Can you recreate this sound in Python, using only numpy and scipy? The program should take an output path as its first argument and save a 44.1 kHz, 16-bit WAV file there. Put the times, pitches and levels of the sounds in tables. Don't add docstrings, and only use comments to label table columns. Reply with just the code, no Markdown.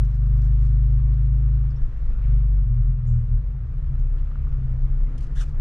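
import sys
import numpy as np
from scipy import signal
from scipy.io import wavfile
from scipy.ndimage import uniform_filter1d

SR = 44100
rng = np.random.default_rng(int(sys.argv[2]) if len(sys.argv) > 2 else 0)


def decibels_to_gain(level_db):
    exponent = np.asarray(level_db, float) / 20
    return 10 ** exponent


def bounce(signal):
    frames = np.transpose(np.atleast_2d(signal))
    limited = np.clip(frames, -1, 1)
    pcm = np.round(limited * 32767).astype(np.int16)
    wavfile.write(sys.argv[1], SR, pcm)


N = 247071


def evened(x):
    return x / np.sqrt(np.mean(x ** 2) + 1e-20)


def read(points, hz):
    f, value = np.transpose(points)
    return np.interp(np.log(hz + 1), np.log(f + 1), value)


def columns(rows, t):
    s, *rest = np.transpose(rows)
    return [np.interp(t, s, c) for c in rest]


def swells(at, half, heights, power):
    t = np.arange(0, N + 128, 128) / SR
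    shapes = np.exp(-abs((t - at[:, None]) / half[:, None]) ** power)
    return np.interp(np.arange(N) / SR, t, np.dot(heights, shapes))


def wander(rate_hz):
    t = np.arange(0, N, 256) / SR
    slow = 0
    for f in np.geomspace(rate_hz / 20, rate_hz, 16):
        slow = slow + np.sin(2 * np.pi * (f * t + rng.random())) / np.sqrt(f)
    return np.interp(np.arange(N) / SR, t, evened(slow))


def resonate(x, hz, width):
    turn = np.exp(2j * np.pi * np.cumsum(hz * np.ones(x.shape[-1])) / SR)
    r = np.exp(-np.pi * width / SR)
    low = signal.lfilter([1 - r], [1, -r], x / turn)
    low = signal.lfilter([1 - r], [1, -r], low)
    return 2 * (turn * low).real


def grit(size, own_share):
    common, left, right = rng.standard_normal((3, size))
    return common + own_share * np.array([left, right])


def puff(t, rise, t60):
    attack = np.sin(np.pi / 2 * np.minimum(t / rise, 1)) ** 2
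    return attack * decibels_to_gain(-60 * np.maximum(t - rise, 0) / t60)


def add(mix, s, sound):
    part = mix[:, round(s * SR):][:, :sound.shape[1]]
    part += sound[:, :part.shape[1]]


# (time [s], half the firing rate [Hz])
ENGINE_SPEED = [(0.0, 24.65), (0.45, 25.31), (1.5, 26.5), (1.78, 26.25), (1.94, 25.8), (2.19, 24.13),
                (2.44, 24.3), (2.6, 23.4), (3.06, 20.15), (3.42, 19.3), (3.7, 18.0), (4.04, 17.2),
                (4.42, 17.01), (4.68, 15.78), (4.82, 15.95), (5.1, 16.97), (5.3, 17.53), (5.6, 17.62)]
# (time [s], level from full pull [dB])
ENGINE_LOAD = [(0.0, 2.5), (0.1, -4.5), (0.3, .6), (1.55, -.6), (1.68, -3), (1.78, -11), (1.94, -17),
               (2.21, -10), (2.3, .8), (2.6, -.3), (2.9, -2.5), (3.42, -6), (3.49, -21), (3.63, -19),
               (3.74, -12), (4.6, -8), (5.0, -6), (5.6, -11)]
# (time [s], half length [s], firing tone [dB], even multiples [dB], odd multiples [dB])
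DRIVELINE_SURGES = [(1.44, 0.4, 0.1, -2.5, 4), (1.774, 0.096, -2, -2, 9), (2.075, 0.1, 7.5, -6, -3),
                    (2.418, 0.16, 1, -6, 2), (2.577, .06, 1.1, -0.3, -9), (2.763, 0.16, -1.8, -10, 3.5),
                    (2.904, 0.017, 2.5, 7.5, -4), (3.032, 0.1, -4.5, -4.5, 4), (3.135, 0.12, 1, 7.5, -5),
                    (3.27, 0.023, -3.5, -7.5, 2.7), (3.344, 0.043, 6.5, 5, -20),
                    (3.417, 0.03, -2.5, -0.5, 14), (3.593, 0.088, -6, 0.5, 10),
                    (3.708, 0.06, 4.5, 2.5, 0.5), (4.037, 0.081, 10.5, -3.2, 6),
                    (4.194, 0.064, 6, -0.5, -1), (4.37, 0.046, -1, -0.5, -4.5), (4.506, 0.044, -1, -2, 0),
                    (4.704, 0.12, -2, 3, -12), (4.827, 0.045, 7, -3, -3.5), (5.028, 0.08, 7, -6.2, -7.5),
                    (5.196, 0.13, -5.5, -7.5, 3.5), (5.418, .05, 8.5, -5, .6),
                    (5.506, 0.048, -16, 4.5, -13)]
UPPER_LEVELS = [-24, -19, -19.5, -19, -30.5, -19.5, -22.5, -23, -23.5]
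# (frequency [Hz], level [dB])
CABIN_RESPONSE = [(80, -10.5), (100, -18), (110, -7), (122, -1), (139, -6.5), (150, -15.5), (157, -28.5),
                  (166, -42), (205, -45), (260, -41.5), (330, -57)]
# (frequency [Hz], level [dB])
FLOOR_PAN_RESPONSE = [(62, 1.5), (70, -3.5), (81, -2.8), (92, 0.5), (99, -6), (106, -2)]


def engine():
    firing_db, octave_db, third_db = -17, -26, -22.5
    upper_follow = 1.26
    boom_hz, third_db_per_hz = 17.5, -3.1
    bite_s, banks_even_db = 2.3, -8
    lag = 0.64

    t = np.arange(N) / SR
    load_db = columns(ENGINE_LOAD, t)[0]
    at, half, *heights = np.transpose(DRIVELINE_SURGES)
    surge_db, even_db, odd_db = (swells(at, half, h, power=1.7) for h in heights)
    odd_db = odd_db + banks_even_db / (1 + np.exp((bite_s - t) / 0.045))

    hz = uniform_filter1d(columns(ENGINE_SPEED, t)[0], size=4000)
    turns = np.cumsum(hz * (1 + 0.003 * wander(6))) / SR + 0.29

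    db = firing_db + load_db + surge_db + 0.23 * wander(15)
    out = decibels_to_gain(db) * np.cos(4 * np.pi * turns)

    db = octave_db + 0.59 * load_db + 0.9 * even_db + read(FLOOR_PAN_RESPONSE, 4 * hz)
    out += decibels_to_gain(db) * np.cos(2 * np.pi * (4 * turns + lag))

    db = third_db + 1.1 * load_db + 1.1 * odd_db + third_db_per_hz * np.maximum(hz - boom_hz, 0)
    out += decibels_to_gain(db) * np.cos(2 * np.pi * (3 * turns + lag))

    for order, level_db in enumerate(UPPER_LEVELS, 5):
        db = level_db + upper_follow * load_db + (odd_db if order % 2 else even_db)
        db += read(CABIN_RESPONSE, order * hz)
        db += 0.8 * wander(10)
        out += decibels_to_gain(db) * np.cos(2 * np.pi * (order * turns + lag))
    return np.sqrt(2) * out


# (time [s], level [dB])
JUDDER_SWELL = [
    (2.6, -67.5),
    (2.68, -25.5),
    (2.76, -21.5),
    (2.82, -24),
    (2.88, -57),
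]


def judder():
    t = np.arange(N) / SR
    return np.sqrt(2) * decibels_to_gain(columns(JUDDER_SWELL, t)[0]) * np.cos(2 * np.pi * 119.4 * t)


# (time [s], level [dB], half length [s])
BUMPS = [(0.361, -31, .06), (0.701, -31, 0.1), (1.006, -33.5, .08), (1.389, -35.5, 0.053),
         (1.62, -33.5, 0.12), (1.834, -14.5, 0.036), (2.081, -17.5, 0.081), (2.286, -29.5, 0.13),
         (2.681, -30, 0.089), (3.497, -35, 0.12), (3.898, -30, 0.11), (4.188, -23.5, 0.037),
         (4.517, -21, 0.017), (4.666, -21, 0.039), (4.9, -30, .15), (5.168, -30.5, .05),
         (5.268, -26, 0.013), (5.6, -19.5, 0.2)]
# (time [s], level [dB], half length [s])
SHAKES = [(0.02, -30, .15), (.48, -34, .08), (.95, -32, .1), (1.32, -31.5, .08), (1.62, -32.5, .12),
          (2.03, -29.5, .04), (2.2, -28, .05), (2.45, -36, .15), (2.81, -26, .1), (3.15, -30, .18),
          (3.51, -23.5, .14), (3.9, -26.5, .12), (4.12, -31.5, .05), (4.47, -29, .1), (4.66, -28, .1),
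          (4.85, -35, .09), (5.24, -26, .04), (5.36, -29, .1)]
# (frequency [Hz], width [Hz], level [dB])
SUSPENSION_MODES = [(16.28, 2.9, -5.5), (23.86, 6.5, 0)]
# (frequency [Hz], width [Hz], level [dB])
PANEL_MODES = [(45.27, 4.6, 5.5), (58.06, 8.2, -1), (68.87, 3, -7), (86, 34, -13), (127.74, 21, -3.5)]
REST_LEVELS = (-53.5, -54)


def body():
    out = np.zeros(N)
    shaken = zip((BUMPS, SHAKES), REST_LEVELS, (SUSPENSION_MODES, PANEL_MODES))
    for rows, rest_db, modes in shaken:
        at, db, half = np.transpose(rows)
        shake = rng.standard_normal(N)
        ring = sum(decibels_to_gain(d) * evened(resonate(shake, hz, width)) for hz, width, d in modes)
        swing = uniform_filter1d(uniform_filter1d(ring ** 2, size=5000), size=5000)
        steady = ring / np.sqrt(abs(swing) + 0.23)
        out += (decibels_to_gain(rest_db) + swells(at, half, decibels_to_gain(db), power=1)) * steady
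    return out


# (frequency [Hz], width [Hz], level [dB])
FLOOR_PAN_MODES = [(39, 21, 3.5), (61.75, 7.9, 1), (79.6, 37, -9.5), (109.5, 27, -7), (142.4, 19, -11.5)]


def rumble():
    shake = rng.standard_normal(N)
    out = np.zeros(N)
    for hz, width, db in FLOOR_PAN_MODES:
        ring = resonate(resonate(shake, hz, width), hz, 2 * width)
        out += decibels_to_gain(db) * evened(ring)
    return decibels_to_gain(-39.5) * out


# (time [s], squeak pitch [Hz], squeak level [dB], scrape level [dB])
HAND_RUB = [
    (5.35, 1330, -69, -59.5),
    (5.38, 1820, -59, -55),
    (5.4, 1770, -57.5, -53.5),
    (5.414, 1460, -53, -46.5),
    (5.45, 1330, -63.5, -60),
]
# (frequency [Hz], width [Hz], level [dB])
PLASTIC_MODES = [(3470, 560, -4), (4450, 4400, 5.5), (5760, 990, 0), (6640, 910, -3), (7740, 3100, -3),
                 (10760, 6300, -12.5)]


def squeak():
    t = np.arange(HAND_RUB[0][0], HAND_RUB[-1][0], 1 / SR)
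    hz, tone_db, scrape_db = columns(HAND_RUB, t)
    slips = grit(len(t), 0.8)
    tone = evened(resonate(slips, hz, 380))
    tone = tone + decibels_to_gain(-6) * evened(resonate(slips, 2 * hz, 910))
    scrape = evened(sum(decibels_to_gain(db) * evened(resonate(slips, f, width)) for f, width, db in PLASTIC_MODES))
    rub = decibels_to_gain(tone_db + 7.5) * tone + decibels_to_gain(scrape_db) * scrape
    out = np.zeros((2, N))
    add(out, t[0], rub * signal.windows.tukey(len(t), 0.15))
    return out


# (time [s], level [dB], decay t60 [s])
KEY_CLICKS = [(.045, -63.5, 0.071), (.264, -65.5, 0.045), (.419, -57, 0.024), (.44, -65, 0.013),
              (.462, -71, 0.089), (1.14, -64.5, 0.021), (1.17, -77, 0.055), (1.26, -72, 0.044),
              (1.97, -71, .04), (3.995, -59.5, 0.016), (4.215, -68, 0.021), (5.312, -71, 0.028),
              (5.44, -67.5, 0.39)]
# (time [s], level [dB], decay t60 [s])
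CLOTH_BRUSHES = [(.08, -72, 0.16), (.135, -69, 0.1), (.355, -70, 0.11), (.43, -66, 0.092),
                 (.58, -70.5, 0.26), (.62, -69.5, 0.21), (0.656, -68.5, .05), (2.22, -80.5, .5),
                 (5.2, -64, 0.17), (5.478, -68.5, .08)]
# (time [s], level [dB], decay t60 [s])
GEAR_LINKAGE = [
    (2.209, -62.5, 0.86),
    (2.4, -62, .1),
]
# (time [s], level [dB], decay t60 [s])
LOOSE_LATCH = [
    (4.312, -51.5, .03),
    (4.355, -44.5, 0.018),
    (4.466, -50.5, 0.042),
]
# (time [s], level [dB], decay t60 [s])
PEDAL_BOX = [
    (1.859, -50.5, 0.19),
    (5.07, -49, 0.29),
    (5.17, -53, .2),
    (5.249, -45.5, 0.19),
]
# (time [s], level [dB], decay t60 [s])
GEAR_LEVER = [
    (.83, -65.5, 0.035),
    (4.178, -63.5, 0.096),
]
# (centre [Hz], width [Hz], rise as a share of t60 [ratio])
TOUCHED_PARTS = [
    (4800, 5000, 0.043),
    (5200, 6500, 0.19),
    (2300, 1000, 0.032),
    (1220, 370, 0.12),
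    (267, 100, 0.18),
    (3120, 1900, .08),
]


def ticks():
    out = np.zeros((2, N))
    t = np.arange(SR // 3) / SR
    touches = (KEY_CLICKS, CLOTH_BRUSHES, GEAR_LINKAGE, LOOSE_LATCH, PEDAL_BOX, GEAR_LEVER)
    for rows, (hz, width, share) in zip(touches, TOUCHED_PARTS):
        for s, db, t60 in rows:
            ring = evened(resonate(grit(len(t), 0.2), hz, width))
            add(out, s, decibels_to_gain(db) * puff(t, share * t60, t60) * ring)
    return out


# (time [s], level [dB], decay t60 [s])
KEY_BLOWS = [
    (5.175, -54.5, 0.065),
    (5.203, -56, 0.025),
    (5.221, -62.5, 0.061),
    (5.237, -59.5, 0.028),
    (5.244, -74.5, 0.056),
    (5.263, -63, 0.03),
]
# (frequency [Hz], width [Hz], level [dB])
DASH_PLASTIC = [(3120, 720, 1.5), (4470, 390, -7.5), (5150, 520, -8), (6330, 700, -16), (8640, 1400, -9),
                (4500, 6000, 5)]


def rattle():
    out = np.zeros((2, N))
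    t = np.arange(SR // 3 // 4) / SR
    for s, db, t60 in KEY_BLOWS:
        blow = grit(len(t), 1.0)
        spot = rng.uniform(0.87, 0.97)
        ring = sum(decibels_to_gain(d) * evened(resonate(blow, spot * hz, width)) for hz, width, d in DASH_PLASTIC)
        add(out, s, decibels_to_gain(db) * puff(t, 0.007, t60) * evened(ring))
    return out


# (time [s], level [dB], start pitch [Hz], end pitch [Hz], echo t60 [s])
WHISTLES = [
    (1.702, -64.5, 5930, 4170, 0.044),
    (1.759, -66, 4980, 5900, 0.063),
    (3.061, -71, 4960, 7640, 0.53),
    (3.069, -67, 6400, 7960, 0.47),
]


def chips():
    out = np.zeros((2, N))
    t = np.arange(SR // 3) / SR
    for s, db, from_hz, to_hz, t60 in WHISTLES:
        hz = np.linspace(from_hz, to_hz, round(0.011 * SR))
        sweep = np.sin(2 * np.pi * np.cumsum(hz) / SR) * signal.windows.tukey(len(hz), 0.5)
        echo = 0.056 * grit(len(t), 0.56) * puff(t, 0.006, t60)
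        echo[:, 0] = 1
        add(out, s, decibels_to_gain(db) * signal.fftconvolve(sweep[None], echo, axes=1))
    return out


# (time [s], level [dB])
COARSENESS = [(0.0, 0.5), (0.5, 1.8), (1.0, 0.2), (1.7, 0.7), (2.28, 2), (2.5, -0.9), (3.05, -2.5),
              (3.6, -3), (3.9, -1.1), (4.4, -0.2), (4.9, -.6), (5.15, 0.7), (5.6, 0.4)]
# (frequency [Hz], level [dB per Hz])
TYRE_ROAR = [(100, -35.5), (170, 1.5), (225, 3), (279, -11.5), (302, -4.5), (365, -15.5), (409, -7),
             (486, -9.5), (608, -15), (950, -18.5), (1240, -49), (2090, -120)]
# (frequency [Hz], level [dB per Hz])
DASH_HISS = [(500, -36), (850, -23), (1050, 2), (1320, 2), (1560, -3), (1880, -3.5), (2280, -9),
             (2550, -9.5), (3200, -23), (4160, -43), (7040, -120)]
# (frequency [Hz], level [dB per Hz])
HIGH_RUSTLE = [(1760, -24), (3000, -1), (3520, -4), (3870, -5), (7190, -12.5), (9390, -20), (10200, -35),
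               (14800, -27)]
# (level [dB], share of the coarseness [ratio], drift [dB per s], flicker [dB])
LAYERS = [
    (-53, 0.83, 0.68, 0.98),
    (-61, 0.82, 0.2956, 0.66),
    (-71.5, 1.1, -0.02, 0.54),
]
# (frequency [Hz], likeness [ratio])
EAR_LIKENESS = [(60, 0.59), (180, 0.99), (540, 0.85), (1600, 0.67), (4800, 0.19), (14300, 0.13)]
# (frequency [Hz], level [dB])
LEFT_LOUDER = [(60, 1.4), (180, 0.5), (540, 0.46), (1600, 1.3), (4800, 2.4), (14300, 2.0)]
# (frequency [Hz], phase [radians])
LEFT_LEADS = [(100, -0.019), (1000, -0.32), (2150, 0.14), (2840, -0.54), (4740, 0.23), (7580, -0.053),
              (10800, 0)]


def road():
    frames = N // 256 + 5
    hz = np.fft.rfftfreq(1024, 1 / SR)
    t = np.arange(frames) * 256 / SR
    a, b, c, d, patches = rng.standard_normal((frames, 513, 5)).T
    patches = evened(uniform_filter1d(uniform_filter1d(patches, 10, 0), 8, 1))
    flicker = evened(uniform_filter1d(rng.standard_normal(frames), 2))
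    coarse_db = columns(COARSENESS, t)[0]
    power = 0
    for shape, (db, share, drift_db, flicker_db) in zip((TYRE_ROAR, DASH_HISS, HIGH_RUSTLE), LAYERS):
        level_db = db + share * coarse_db + drift_db * t + flicker_db * flicker
        colour = decibels_to_gain(read(shape, hz)) ** 2 * (hz > shape[0][0]) * (hz <= shape[-1][0])
        power = power + np.outer(colour / colour.sum(), decibels_to_gain(level_db) ** 2)

    same = np.clip(read(EAR_LIKENESS, hz), -1, 1)[:, None]
    left = a + 1j * b
    right = same * left + np.sqrt(1 - same ** 2) * (c + 1j * d)
    z = np.array([left, right]) * np.sqrt(power) * decibels_to_gain(1.4 * patches)
    tilt = decibels_to_gain(read(LEFT_LOUDER, hz) / 2) * np.exp(0.5j * read(LEFT_LEADS, hz))
    z *= np.array([tilt, 1 / tilt])[:, :, None]
    return decibels_to_gain(0.86) * signal.istft(z, nperseg=1024, noverlap=768)[1][:, :N]


# (time [s], level [dB])
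FAR_TRILL = [
    (3.95, -110),
    (4.05, -84),
    (4.3, -84),
    (4.48, -84),
    (4.6, -110),
]


def whines():
    t = np.arange(N) / SR
    blower = decibels_to_gain(-70.5 + 1.3 * wander(6)) * evened(resonate(grit(N, 0.29), 513, 33))
    throb = np.maximum(np.sin(2 * np.pi * 25 * t + 1.1 * wander(6.6)), 0)
    trill = throb * evened(resonate(grit(N, 0.6), 7450, 150))
    return blower + decibels_to_gain(columns(FAR_TRILL, t)[0]) * trill


def scene():
    bass = (engine() + judder() + body() + rumble()) * decibels_to_gain(np.array([[0.5], [-0.5]]))
    near = (squeak() + ticks() + rattle() + chips()) * decibels_to_gain(np.array([[1.3], [-1.3]]))
    housing = signal.butter(3, 11000, fs=SR, output="sos")
    return bass + signal.sosfilt(housing, near) + road() + whines()


def low_pass(x):
    return signal.sosfilt(signal.butter(12, 14940, fs=SR, output="sos"), x)


def record(dry):
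    return low_pass(dry)


dry = scene()
out = record(dry)
bounce(out)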